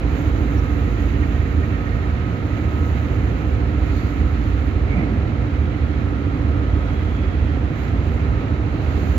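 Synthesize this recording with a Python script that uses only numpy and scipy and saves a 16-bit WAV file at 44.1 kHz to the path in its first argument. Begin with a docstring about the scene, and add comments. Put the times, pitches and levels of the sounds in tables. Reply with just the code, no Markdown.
"""Tugboat deck, harbour at night. Throughout, two eight-cylinder diesels run at slightly different speeds:
exhaust notes beat, firings shake the steel plating. Vents roar, a gear and the turbochargers whine, water
washes along the hull. A drip rings at 0.6 s. A loose fitting chirps from 0.9 to 2.2 s. Water splashes
at 4 s. A rubber fender bumps and rubs at 5 s. A vent whistles faintly near 6 and 7 s. Last splash at 9 s."""
import sys
import numpy as np
from scipy import signal
from scipy.fft import rfft, irfft, next_fast_len
from scipy.io import wavfile

SR = 44100
rng = np.random.default_rng(int(sys.argv[2]) if len(sys.argv) > 2 else 0)


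def pcm_store(signal):
    """Save signal as 16-bit PCM."""
    levels = np.round(np.clip(np.atleast_2d(signal), -1, 1) * 32767)
    wavfile.write(sys.argv[1], SR, levels.astype(np.int16).T)


N = 404834

# Levels are relative; sigma is the half-width of a bell envelope.
# left-right likeness, highest in the bass: f/Hz, correlation
EAR_CORRELATION = [(60, .98), (150, .96), (300, .88), (500, .7), (780, .5), (1170, .2), (16000, .1)]
# foaming waves: crest t/s, decay sigma/s, level/dB
WAVES = [(.17, 0.1, -58.5), (.75, 1, -61.5), (2.85, 0.6, -62), (3.97, 0.18, -60.5), (4.4, 0.31, -65),
         (7.03, 0.27, -68), (7.81, 0.08, -62.5), (8.08, 0.15, -66), (9.15, 0.39, -58)]
# churned water: f/Hz, density/dB
WASH_SPECTRUM = [(600, -16.5), (1200, -2), (1600, -2.5), (2100, 0.5), (2600, -4), (3400, -12.5),
                 (4200, -15.5), (5300, -26), (7100, -27.5), (8100, -55.5), (16000, -52)]
# fizzing foam: f/Hz, density/dB
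SPRAY_SPECTRUM = [(3000, -12.5), (4200, -1.5), (5400, -3.5), (6300, 8.5), (7100, 9.5), (8000, -14.5),
                  (9000, -9), (10500, -10), (12300, 2.5), (15500, -4.5)]
# a drip, two splashes: t/s, sigma/s, f/Hz, width/Hz, level/dB
SPLASHES = [(0.585, .009, 5700, 350, -52), (3.99, 0.095, 4240, 850, -54), (9.03, 0.2, 4160, 850, -55.5)]
# air through louvres: f/Hz, density/dB
VENT_SPECTRUM = [(200, -15.5), (500, 0), (720, -0.5), (900, -7), (1130, -6), (1250, -0.5), (1380, 0.5),
                 (1520, -7.5), (1850, -6), (2500, -21), (3300, -22), (4300, -33), (6000, -30),
                 (8200, -43.5), (16000, -45)]
# vent whistles: t/s, sigma/s, level/dB
WHISTLES = [(5.85, 0.2, -58), (7.1, 0.39, -53)]
# turbocharger lines: f/Hz, level/dB
TURBO_LINES = [(3818, -67.5), (3890, -75), (3962, -73.5), (4034, -70.5), (4108, -80.5), (4177, -71.5),
               (4393, -79.5), (4609, -80), (4672, -77.5)]
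# gear whine: t/s, f/Hz, level/dB
GEAR_WHINE = [(0, 1277, -55), (.65, 1269, -43), (1.3, 1263, -51), (1.7, 1267, -44), (2.3, 1264, -45),
              (2.8, 1269, -41.5), (3.2, 1279, -51), (4.2, 1284, -46), (5.2, 1286, -50), (6.4, 1282, -47),
              (6.8, 1268, -43.5), (7.2, 1265, -58), (8.05, 1266, -57), (8.33, 1270, -43), (8.6, 1286, -49),
              (9.18, 1288, -50)]
# chirps of the fitting: t/s, level/dB
CHIRPS = [(.882, -41.5), (1.0, -43), (1.116, -41.5), (1.235, -37), (1.36, -41), (1.413, -39.5),
          (1.466, -41), (1.523, -39.5), (1.58, -40.5), (1.638, -37.5), (1.754, -38), (1.873, -37),
          (1.927, -38), (1.983, -40), (2.04, -37), (2.158, -39.5)]
# modes of the fitting: f/Hz, level/dB
FITTING_MODES = [(1838, 0), (2110, -8), (2350, -12)]
# fender on hull: t/s, sigma/s, level/dB
BUMPS = [(4.988, 0.044, -25.5), (5.122, 0.089, -31.5)]
# hollow hull: f/Hz, density/dB
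HULL_SPECTRUM = [(90, -25), (170, 11.5), (260, 6.5), (400, -16), (730, -7), (1200, -52), (5000, -82)]
# rasp, bright in rubber, dull in the hull: t/s, sigma/s, f/Hz, width/Hz, level/dB
RASPS = [(4.965, .06, 2200, 650, -43), (4.995, .04, 720, 180, -42)]
# rubber squeaks: t/s, length/s, start f/Hz, end f/Hz, level/dB
SQUEAKS = [(4.922, .05, 2170, 2210, -34.5), (4.993, .04, 2400, 2220, -35.5),
           (4.997, .03, 2020, 1900, -36.5), (5.026, .046, 2020, 2230, -36)]
# governor per engine: mean cycle rate/Hz, swing/Hz, period/s, fastest t/s, first chug t/s
GOVERNORS = [(6.928, .082, 6.0, 4.89, .061), (6.19, .048, 10.6, 1.14, .036)]
# cylinders in firing order: level/dB
CYLINDER_DB = [-0.5, -1, 0.5, -1, -0.5, 0, -3, -0.5]
# deck response: f/Hz, density/dB
DECK_SPECTRUM = [(20, -50.5), (100, -27.5), (140, 1.5), (200, -2), (290, -2), (340, -6.5), (390, -3),
                 (430, -8.5), (475, -6.5), (600, -13), (750, -13.5), (1100, -20.5), (6000, -80.5)]
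# deck shaking: t/s, level/dB
DECK_SHAKING = [(0, -29.5), (1.6, -33.5), (3.3, -30.5), (4.5, -33.5), (5.1, -29.5), (5.9, -34.5),
                (6.6, -30), (7.2, -33), (9.18, -29)]
# exhaust rumble: f/Hz, density/dB
RUMBLE_SPECTRUM = [(20, -22.5), (30, -20.5), (42, -12), (53, 4.5), (78, 9), (106, 0.5), (128, -6.5),
                   (165, -5.5), (198, -11.5), (228, -4), (310, -5), (345, -15), (480, -20), (900, -49),
                   (4000, -90)]
# lesser exhaust notes, engine A: order (multiple of the cycle rate), level/dB
NOTES_A = [(6, -51.5), (9, -34), (10, -37), (12, -49.5), (13, -35.5), (15, -38.5), (16, -33.5), (18, -46.5),
           (19, -44), (21, -45), (24, -45), (31, -46.5), (43, -41.5), (45, -47), (50, -47), (56, -49.5),
           (57, -52), (73, -54), (104, -58)]
# lesser exhaust notes, engine B: order, level/dB
NOTES_B = [(7, -57.5), (11, -40), (12, -50), (13, -37), (15, -40), (16, -43), (17, -48), (19, -45.5),
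           (21, -46.5), (22, -43.5)]
# high notes of A meeting deck resonances: t/s, order 41 level/dB, order 68 level/dB
GROWL = [(0, -36, -47), (.7, -37, -45.5), (1.5, -35.5, -45.5), (2.4, -45, -50), (4, -36.5, -49),
         (5.4, -39.5, -52.5), (6.1, -31.5, -51), (6.55, -33, -40.5), (7.2, -47.5, -57.5),
         (9.18, -47.5, -56)]
# booming notes of A: t/s, order 8 (firing) level/dB, order 11 level/dB
BOOM = [(0, -23, -33.5), (1.1, -24, -23), (1.95, -32, -37.5), (2.85, -34.5, -27), (3.8, -26, -29.5),
        (4.6, -23.5, -30), (5.7, -37, -28.5), (6.3, -30.5, -28.5), (6.9, -24, -22.5), (7.5, -29.5, -25.5),
        (8.6, -38, -29.5), (9.18, -21.5, -22)]


def from_db(db):
    """Decibels to gain."""
    return 10 ** (np.asarray(db) / 20)


def rms_one(x):
    """Scale to rms 1."""
    return x / np.sqrt(np.mean(x ** 2) + 1e-20)


def white():
    """Two independent white noises."""
    return rng.standard_normal((2, N))


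def in_time(rows):
    """Table columns at every sample."""
    times_s, *columns = np.transpose(rows)
    return [np.interp(np.arange(N) / SR, times_s, column) for column in columns]


def at_hz(points, hz):
    """Table lookup on a log-frequency axis."""
    known_hz, values = np.transpose(points)
    return np.interp(np.log(hz + 1), np.log(known_hz), values)


def swell(at_s, sigma_s):
    """Bell envelope, peak 1."""
    return np.exp(-.5 * np.minimum(((np.arange(N) / SR - at_s) / sigma_s) ** 2, 100))


def drift(rate_hz):
    """Smooth random wander, rms 1."""
    hop, settle = 100, 2000
    r = np.exp(-2 * np.pi * rate_hz * hop / SR)
    slow = signal.lfilter([1], [1, -2 * r, r * r], rng.standard_normal(N // hop + settle + 2))[settle:]
    return np.interp(np.arange(N) / hop, np.arange(len(slow)), rms_one(slow))


def pan(right_db):
    """Channel gains, right over left by right_db."""
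    gains = from_db(np.array([[-.5], [.5]]) * right_db)
    return gains / gains.mean()


def narrow(hz, width_hz):
    """Stereo noise, twice through one resonance; rms 1."""
    r = np.exp(-np.pi * width_hz / SR)
    zeros, poles = [1, 0, -1], [1, -2 * r * np.cos(2 * np.pi * hz / SR), r * r]
    return rms_one(signal.lfilter(zeros, poles, signal.lfilter(zeros, poles, white())))


def coloured(pair, spectrum):
    """Independent pair to a stereo field of this spectrum; mid rms 1."""
    size = next_fast_len(N)
    hz = np.arange(size // 2 + 1) * SR / size
    mid, side = rfft(pair, size) * from_db(at_hz(spectrum, hz))
    alike = np.clip(at_hz(EAR_CORRELATION, hz), -1, 1)
    out = irfft(np.sqrt(1 + alike) * mid + np.sqrt(1 - alike) * side * [[1], [-1]], size)[:, :N]
    return out / out.mean(axis=0).std()


def foam_level_db(calm_db, rise_share):
    """Waves build fast and die slower; their foam adds in power to that of calm water."""
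    t, power = np.arange(N) / SR, from_db(calm_db) ** 2
    for crest_s, decay_s, db in WAVES:
        sigma_s = np.where(t < crest_s, rise_share * decay_s, decay_s)
        power = power + (from_db(db) * swell(crest_s, sigma_s)) ** 2
    return 10 * np.log10(power)


def water(calm_wash_db, calm_foam_db):
    """Wash swells with the waves, foam fizzes in a fine grain, small splashes ring."""
    foam_db = foam_level_db(calm_foam_db, rise_share=.63)
    wash_db = calm_wash_db + .16 * (foam_db - calm_foam_db)
    grain = from_db(1.1 * drift(200))
    wash = from_db(wash_db) * coloured(white() * from_db(.68 * drift(17)), WASH_SPECTRUM)
    spray = from_db(foam_db + drift(11)) * coloured(white() * grain, SPRAY_SPECTRUM)
    splashes = sum(from_db(db) * swell(at_s, sigma_s) * narrow(hz, width_hz)
                   for at_s, sigma_s, hz, width_hz, db in SPLASHES)
    return wash * pan(right_db=16.5) + spray * pan(right_db=15) + splashes * pan(right_db=12)


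def ventilation(roar_db):
    """Air roars through the engine-room louvres, at times whistling."""
    whistling = sum(from_db(db) * swell(at_s, sigma_s) for at_s, sigma_s, db in WHISTLES)
    roar = from_db(roar_db) * coloured(white() * from_db(.5 * drift(22)), VENT_SPECTRUM)
    return roar * pan(right_db=-.5) + whistling * narrow(hz=3300, width_hz=260)


def turbochargers(gain_db, wander_hz):
    """Cluster of thin, wandering whistles."""
    out = np.zeros(N)
    for hz, line_db in TURBO_LINES:
        phase = 2 * np.pi * np.cumsum(hz + wander_hz * drift(7.6)) / SR
        flutter_db = 1.8 * drift(4)
        out += from_db(line_db + gain_db + flutter_db) * np.sqrt(2) * np.sin(phase)
    return out * pan(right_db=9)


def gear(flutter_db, wander_hz):
    """Meshing teeth: one thin whine that swells and flutters."""
    hz, level_db = in_time(GEAR_WHINE)
    phase = 2 * np.pi * np.cumsum(hz + wander_hz * drift(14)) / SR
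    flutter = np.array([from_db(flutter_db * drift(10)) for ear in range(2)])
    return from_db(level_db) * flutter * np.sqrt(2) * np.sin(phase) * pan(right_db=6)


def loose_fitting():
    """Shaken by the deck, it rubs in short chirps that excite its wavering modes."""
    rubbing = sum(from_db(db) * swell(at_s, sigma_s=.009) for at_s, db in CHIRPS)
    detune = 1 + .02 * drift(90)
    ring = sum(from_db(db) * np.sin(2 * np.pi * np.cumsum(hz * detune) / SR) for hz, db in FITTING_MODES)
    return rubbing * ring * pan(right_db=20)


def fender():
    """Rubber on steel: hollow bumps, a rasp, rough stick-slip squeaks."""
    t = np.arange(N) / SR
    pressing = sum(from_db(db) * swell(at_s, sigma_s) for at_s, sigma_s, db in BUMPS)
    bumps = pressing * coloured(white(), HULL_SPECTRUM)
    friction = from_db(2 * drift(120))
    creak = friction * sum(from_db(db) * swell(at_s, sigma_s) * narrow(hz, width_hz)
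                           for at_s, sigma_s, hz, width_hz, db in RASPS)
    for at_s, length_s, start_hz, end_hz, db in SQUEAKS:
        glide_hz = np.interp(t, [at_s - length_s / 2, at_s + length_s / 2], [start_hz, end_hz])
        stick_slip_hz = 60 * drift(150)
        grip = 1 + .4 * drift(120)
        phase = 2 * np.pi * np.cumsum(glide_hz + stick_slip_hz) / SR
        creak += from_db(db) * swell(at_s, length_s / 2) * grip * np.sin(phase)
    return bumps * pan(right_db=5.5) + creak * pan(right_db=9.5)


def engine_cycles(mean_hz, swing_hz, period_s, fastest_s, chug_s):
    """Running count of four-stroke cycles; the governor hunts about its set speed."""
    rate_hz = mean_hz + swing_hz * np.cos(2 * np.pi * (np.arange(N) / SR - fastest_s) / period_s)
    return np.cumsum(rate_hz) / SR + 1 - chug_s * mean_hz


def firings(cycles, uneven_db, decay_firings):
    """Each firing gives a knock and a dying puff of gas; strengths vary."""
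    number, age = np.divmod(cycles * len(CYLINDER_DB), 1)
    number = number.astype(int)
    cylinder = number % len(CYLINDER_DB)
    scatter_db = uneven_db * rng.standard_normal(1000)
    strength = from_db(np.array(CYLINDER_DB)[cylinder] + scatter_db[number])
    knocks = [(onset, cylinder[onset], strength[onset]) for onset in np.flatnonzero(np.diff(number)) + 1]
    puffs = rms_one(strength * np.exp(-age / decay_firings))
    return knocks, puffs


def plating(knocks, t60_s, jitter_s):
    """Each cylinder reaches the dense deck modes by its own path."""
    size = SR // 4
    decay = from_db(-60 * np.arange(size) / SR / t60_s)
    paths = rng.standard_normal((len(CYLINDER_DB), 2, size)) * decay
    delays = np.minimum(np.abs(rng.standard_normal(len(knocks))) * jitter_s * SR, size).astype(int)
    out = np.zeros((2, N + 2 * size))
    for (onset, cylinder, strength), delay in zip(knocks, delays):
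        out[:, onset + delay:onset + delay + size] += strength * paths[cylinder]
    return out[:, :N]


def exhaust_notes(cycles, notes, waver_db, waver_hz):
    """Wavering multiples of the cycle rate that sum to one chug per crankshaft turn."""
    out = np.zeros(N)
    for order, level_db in notes:
        # odd orders lead a quarter turn: two like chugs per cycle
        turns = order * cycles + order % 2 / 4 + .07 * rng.standard_normal()
        out += from_db(level_db + waver_db * drift(waver_hz)) * np.sqrt(2) * np.cos(2 * np.pi * turns)
    return out


def diesels(notes_gain_db, rumble_db):
    """Two engines out of step: beating exhaust notes, puffing rumble, shaken steel."""
    cycles_a, cycles_b = [engine_cycles(*governor) for governor in GOVERNORS]
    boom = exhaust_notes(cycles_a, zip((8, 11), in_time(BOOM)), waver_db=-.5, waver_hz=2.2)
    growl = exhaust_notes(cycles_a, zip((41, 68), in_time(GROWL)), waver_db=1.5, waver_hz=2)
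    notes = exhaust_notes(cycles_a, NOTES_A, waver_db=1.5, waver_hz=.8)
    notes += exhaust_notes(cycles_b, NOTES_B, waver_db=1.2, waver_hz=.7)
    tones = (boom + from_db(notes_gain_db) * notes) * pan(right_db=5) + growl * pan(right_db=9.5)
    knocks_a, puffs_a = firings(cycles_a, uneven_db=.5, decay_firings=1.2)
    knocks_b, puffs_b = firings(cycles_b, uneven_db=1, decay_firings=1.3)
    rumble = from_db(rumble_db) * coloured(puffs_a * white() + .85 * puffs_b * white(), RUMBLE_SPECTRUM)
    shaking = plating(knocks_a, t60_s=.19, jitter_s=.001317)
    shaking += .63 * plating(knocks_b, t60_s=.17, jitter_s=.0013)
    steel = from_db(in_time(DECK_SHAKING)[0]) * coloured(shaking, DECK_SPECTRUM)
    return tones + rumble * pan(right_db=4.5) + steel * pan(right_db=2)


def scene():
    """Engines, air and water on the open deck."""
    engines = diesels(notes_gain_db=2, rumble_db=-22.5)
    whines = gear(flutter_db=1.2, wander_hz=1.5) + turbochargers(gain_db=1.5, wander_hz=2.4)
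    rubbing = loose_fitting() + fender()
    background = ventilation(roar_db=-39.5) + water(calm_wash_db=-44.5, calm_foam_db=-72)
    return engines + whines + rubbing + background


def record(dry):
    """Sound arrives on the left first; steep treble cut."""
    lag_samples, cutoff_hz = 11, 15700
    right = np.pad(dry[1], (lag_samples, 0), mode="edge")[:N]
    lowpass = signal.ellip(10, .1, 80, cutoff_hz, fs=SR, output="sos")
    return signal.sosfilt(lowpass, np.array([dry[0], right]))


dry = scene()
out = record(dry)
pcm_store(out)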